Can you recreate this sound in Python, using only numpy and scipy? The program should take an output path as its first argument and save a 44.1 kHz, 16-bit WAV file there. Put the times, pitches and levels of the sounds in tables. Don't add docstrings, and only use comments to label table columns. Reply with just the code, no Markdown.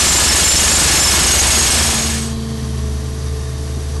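import sys
import numpy as np
from scipy import signal
from scipy.fft import rfft, irfft
from scipy.io import wavfile

SR = 44100
rng = np.random.default_rng(int(sys.argv[2]) if len(sys.argv) > 2 else 0)


def wav_record(signal):
    frames = np.transpose(np.atleast_2d(signal))
    bounded = np.clip(frames, -1, 1)
    quanta = np.round(bounded * 32767).astype(np.int16)
    wavfile.write(sys.argv[1], SR, quanta)


N = 176400
T = np.arange(N) / SR
HZ = np.fft.rfftfreq(N, 1 / SR)


def amp(db):
    return 10 ** (np.asarray(db) / 20)


def unit(x):
    return x / np.sqrt(np.mean(x ** 2) + 1e-20)


def curve(rows):
    return np.interp(T, *np.transpose(rows))


def noise(gain):
    return unit(irfft(rfft(rng.standard_normal(N)) * gain, N))


def coloured(points):
    hz, db = np.transpose(points)
    return noise(amp(np.interp(np.log(HZ + 1), np.log(hz), db)))


def ringing(hz, width_hz):
    return noise(1 / (1 + ((HZ - hz) / (.75 * width_hz)) ** 2))


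def drift(rate_hz):
    coarse_s = T[::100]
    hz = np.fft.rfftfreq(len(coarse_s), coarse_s[1])
    spectrum = rfft(rng.standard_normal(len(coarse_s))) / (1 + (hz / rate_hz) ** 4)
    return unit(np.interp(T, coarse_s, irfft(spectrum, len(coarse_s))))


def tone(cycles, waver_db, waver_rad, rate_hz):
    gain = np.sqrt(2) * amp(waver_db * drift(rate_hz))
    return gain * np.sin(2 * np.pi * (cycles + rng.random()) + waver_rad * drift(rate_hz))


def lowpass(x, hz):
    return signal.oaconvolve(x, signal.firwin(601, hz, window=("kaiser", 9), fs=SR), "same")


def swell(t, rise_s, decay_s):
    t = np.maximum(t, 0)
    return (1 - np.exp(-t / rise_s)) * np.exp(-t / decay_s)


def after(blows, delay_s, rise_s, decay_s):
    return unit(signal.oaconvolve(blows, swell(T[:SR // 5] - delay_s, rise_s, decay_s))[:N])


# time in seconds, level in dB.
FIRING_DB = [(1.5, -17), (2.2, -25.5), (2.58, -26.5), (2.83, -21.5), (3.2, -22.5), (3.65, -22), (4, -21.5)]
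ENGINE_ORDERS = [1.745, 2, 8 / 3, 10 / 3, 4, 13 / 3, 16 / 3, 6, 9, 14.38, 16.15]
ENGINE_ORDER_DB = [-28, -40.5, -53, -44.5, -49, -50, -49, -37, -47, -51, -53.5]


def engine_tones(firings):
    note = amp(curve(FIRING_DB)) * tone(firings, waver_db=-1, waver_rad=.04, rate_hz=3.6)
    return note + sum(amp(db) * tone(order * firings, waver_db=1.5, waver_rad=.051, rate_hz=6.5)
                      for order, db in zip(ENGINE_ORDERS, ENGINE_ORDER_DB))


# time in seconds, level in dB.
PUMP_DB = [(1.72, -22), (2.1, -25), (2.55, -26.5), (2.85, -33.5), (3.05, -35.5), (3.4, -43), (4, -47)]
# centre in Hz, width in Hz, level in dB relative to the whine.
VALVES = [(1097, 3.6, -22), (1040, 190, -24), (2200, 660, -32), (3220, 220, -19.5), (4015, 12, -23),
          (4480, 160, -21)]


def hydraulic_pump(firings):
    whine = tone(3 * firings, waver_db=-.56, waver_rad=.13, rate_hz=11)
    oil = sum(amp(db) * ringing(hz, width_hz) for hz, width_hz, db in VALVES)
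    return amp(curve(PUMP_DB)) * (whine + oil)


# frequency in Hz, relative density in dB.
RUMBLE_SPECTRUM = [(15, -11), (40, -2), (110, 0.5), (190, -6), (300, -7.5), (420, -9.5), (560, -15),
                   (900, -16.5), (1150, -22), (1500, -19.5), (2500, -24), (4000, -21.5), (6000, -20.5),
                   (7200, -23.5), (10000, -24.5), (11800, -27)]


def rumble(firings):
    shake = .047 * np.cos(2 * np.pi * firings * 2 / 3)
    stroke = .08 * np.cos(2 * np.pi * firings * 3)
    return amp(-30.5 + .5 * drift(rate_hz=22)) * coloured(RUMBLE_SPECTRUM) * (1 + shake + stroke)


# centre in Hz, width in Hz, level in dB.
PANELS = [(1133, 120, -49), (1820, 160, -52), (3690, 28, -53), (4680, 30, -51.5), (5850, 75, -49),
          (6300, 120, -55)]


def panel_clatter(firings):
    pulse = unit(amp(1.7 * np.cos(2 * np.pi * firings) + 2.5 * drift(rate_hz=31)))
    return pulse * sum(amp(db) * ringing(hz, width_hz) for hz, width_hz, db in PANELS)


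# time in seconds, firing rate in Hz.
FIRING_HZ = [(1.5, 74.57), (2.0, 75.2), (2.52, 74.5), (2.72, 72.95), (2.92, 71.7), (3.15, 73.4),
             (3.5, 72.94), (4, 73.93)]


def diesel():
    firings = np.cumsum(curve(FIRING_HZ)) / SR
    return engine_tones(firings) + hydraulic_pump(firings) + rumble(firings) + panel_clatter(firings)


def knock(start_s):
    return amp(-24.5) * swell(T - start_s, rise_s=.0017, decay_s=.017) * ringing(hz=220, width_hz=114)


PACK_ORDERS = [4, 5, 8.66, 9.63, 15]
PACK_ORDER_DB = [-22.5, -23.5, -36, -39, -35]


def power_pack(shaft_hz=15.68, in_phase_s=.034):
    turns = shaft_hz * (T - in_phase_s)
    out = np.zeros(N)
    for order, db in zip(PACK_ORDERS, PACK_ORDER_DB):
        gain = np.sqrt(2) * amp(db + .5 * drift(rate_hz=5.4))
        out += gain * np.cos(2 * np.pi * order * turns + .057 * drift(rate_hz=3.5))
    return out


# frequency in Hz, relative density in dB.
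AIR_SPECTRUM = [(20, -15), (60, 5), (130, -1.5), (330, -2), (420, -3.5), (700, -2), (1150, -3), (1950, -4),
                (2600, -1.5), (4500, -4.5), (7500, -1), (9500, -7.5), (11800, -15), (13000, -32)]


def flushing_air(blows, steady_db=-20, spurt_db=-17):
    flow = amp(steady_db) + amp(spurt_db) * after(blows, delay_s=.002, rise_s=.0057, decay_s=.011)
    return flow * amp(.77 * drift(rate_hz=8.1)) * coloured(AIR_SPECTRUM)


# centre and width in Hz, delay, rise and decay in seconds, level in dB.
CRACK_BANDS = [(8070, 910, 0.00043, 0.004, 0.013, -21), (9700, 3300, .001, .002, 0.048, -25.5),
               (3240, 2200, 0.00042, 0.00045, 0.015, -24.5), (4840, 1740, 0.0046, 0.0032, 0.02, -19),
               (1000, 670, .026, 0.0043, 0.0071, -28.5), (335, 61, 0.0216, 0.0065, 0.014, -31),
               (180, 71, 0.0194, 0.0047, 0.013, -30.5)]


def cracks(blows):
    return sum(amp(db) * ringing(hz, width_hz) * after(blows, delay_s, rise_s, decay_s)
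               for hz, width_hz, delay_s, rise_s, decay_s, db in CRACK_BANDS)


def struck_mode(blows, hz, decay_s, spread_db=3.5, detune=.00079):
    t, out = T[:SR // 6], np.zeros(N + SR)
    envelope = swell(t, rise_s=.006, decay_s=decay_s)
    for at in np.flatnonzero(blows[:SR * 5 // 2]):
        force, pitch, phase = rng.standard_normal(3)
        ring = np.sin(2 * np.pi * (hz * (1 + detune * pitch) * t + phase))
        out[at:at + len(t)] += blows[at] * amp(spread_db * force) * envelope * ring
    return out[:N] / np.sqrt(np.mean(out[:2 * SR] ** 2))


ROD_HZ = [1690, 1760, 2186, 2873, 3287, 3600, 4185, 4752, 5965, 6967, 7620, 7855, 8106, 8270, 8740, 9360,
          11405]
# decay of the matching mode in seconds, level in dB.
ROD_MODES = [(0.018, -29), (0.013, -29.5), (0.043, -31), (.04, -29.5), (0.038, -31), (0.011, -31),
             (0.027, -28.5), (0.034, -32), (0.0077, -23), (0.015, -30.5), (0.0044, -28.5), (0.023, -28),
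             (0.016, -24.5), (0.0083, -23.5), (0.0044, -27.5), (0.016, -26), (0.085, -33.5)]


def rod_ring(blows):
    return sum(amp(db) * struck_mode(blows, hz, decay_s) for hz, (decay_s, db) in zip(ROD_HZ, ROD_MODES))


SQUEAL_HZ = [5330, 6610, 7246]
# width of the matching mode in Hz, gain in dB added to its level curve.
SQUEAL_MODES = [(42, 3.5), (33, 7.5), (32, 4.5)]
# time in seconds, level in dB.
LOW_SQUEAL_DB = [(0.0, -23), (0.22, -31), (0.29, -16.5), (0.42, -36), (0.45, -16), (0.54, -21),
                 (0.57, -15.5), (0.62, -25), (0.92, -29), (1.02, -19), (1.14, -22), (1.16, -35),
                 (1.28, -22), (1.33, -38), (1.79, -26), (2.2, -27)]
MIDDLE_SQUEAL_DB = [(0.0, -38), (0.05, -31.5), (0.56, -24.5), (0.61, -23), (0.85, -30), (0.96, -26),
                    (1.02, -30), (1.39, -22.5), (1.41, -17), (1.43, -31), (1.6, -22.5), (1.75, -35),
                    (1.98, -22), (2.2, -26)]
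HIGH_SQUEAL_DB = [(0.0, -18), (0.04, -14), (0.43, -29), (0.45, -15), (0.64, -21.5), (0.77, -17.5),
                  (0.8, -32), (0.94, -30), (1.02, -16), (1.17, -33), (1.71, -29), (1.96, -34), (2.01, -20),
                  (2.09, -45), (2.17, -31), (2.2, -42)]


def rod_squeal(blows):
    envelope = after(blows, delay_s=.0073, rise_s=.0081, decay_s=.013)
    levels = LOW_SQUEAL_DB, MIDDLE_SQUEAL_DB, HIGH_SQUEAL_DB
    out = np.zeros(N)
    for hz, (width_hz, gain_db), level_db in zip(SQUEAL_HZ, SQUEAL_MODES, levels):
        ring = signal.hilbert(ringing(hz, width_hz))
        steadied = unit(ring.real / (abs(ring) + .01) ** .28)
        out += amp(gain_db + curve(level_db)) * envelope * steadied
    return out


def hammer(rate_hz=25.25, first_s=-.0012, jitter_s=.001, spread_db=1.46):
    late, force = rng.standard_normal((120, 2)).T
    times_s = first_s + np.arange(len(late)) / rate_hz + jitter_s * late
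    at = np.round(times_s * SR).astype(int).clip(0)
    return np.bincount(at[at < N], amp(spread_db * force)[at < N], N)


def rock_drill(drive_db=20.5, ceiling_db=-11):
    blows = hammer()
    pressure = flushing_air(blows) + power_pack() + cracks(blows) + rod_ring(blows) + rod_squeal(blows)
    return amp(ceiling_db) * np.tanh(amp(drive_db) * pressure)


TREBLE_EDGE_HZ = 11850


def fade_rad(start_s, end_s):
    return np.pi / 2 * np.clip((T - start_s) / (end_s - start_s), 0, 1)


def scene():
    drill = rock_drill()
    waiting_rig = lowpass(diesel() + knock(start_s=3.765), TREBLE_EDGE_HZ)
    fade_out = np.cos(fade_rad(start_s=1.483, end_s=2.359))
    fade_in = np.sin(fade_rad(start_s=1.5, end_s=2.47))
    return (fade_out * drill + fade_in * waiting_rig)[None]


def record(dry):
    body = lowpass(dry[0], TREBLE_EDGE_HZ)
    top = dry[0] - body
    return lowpass(body + amp(-16) * top, hz=15600)[None]


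dry = scene()
out = record(dry)
wav_record(out)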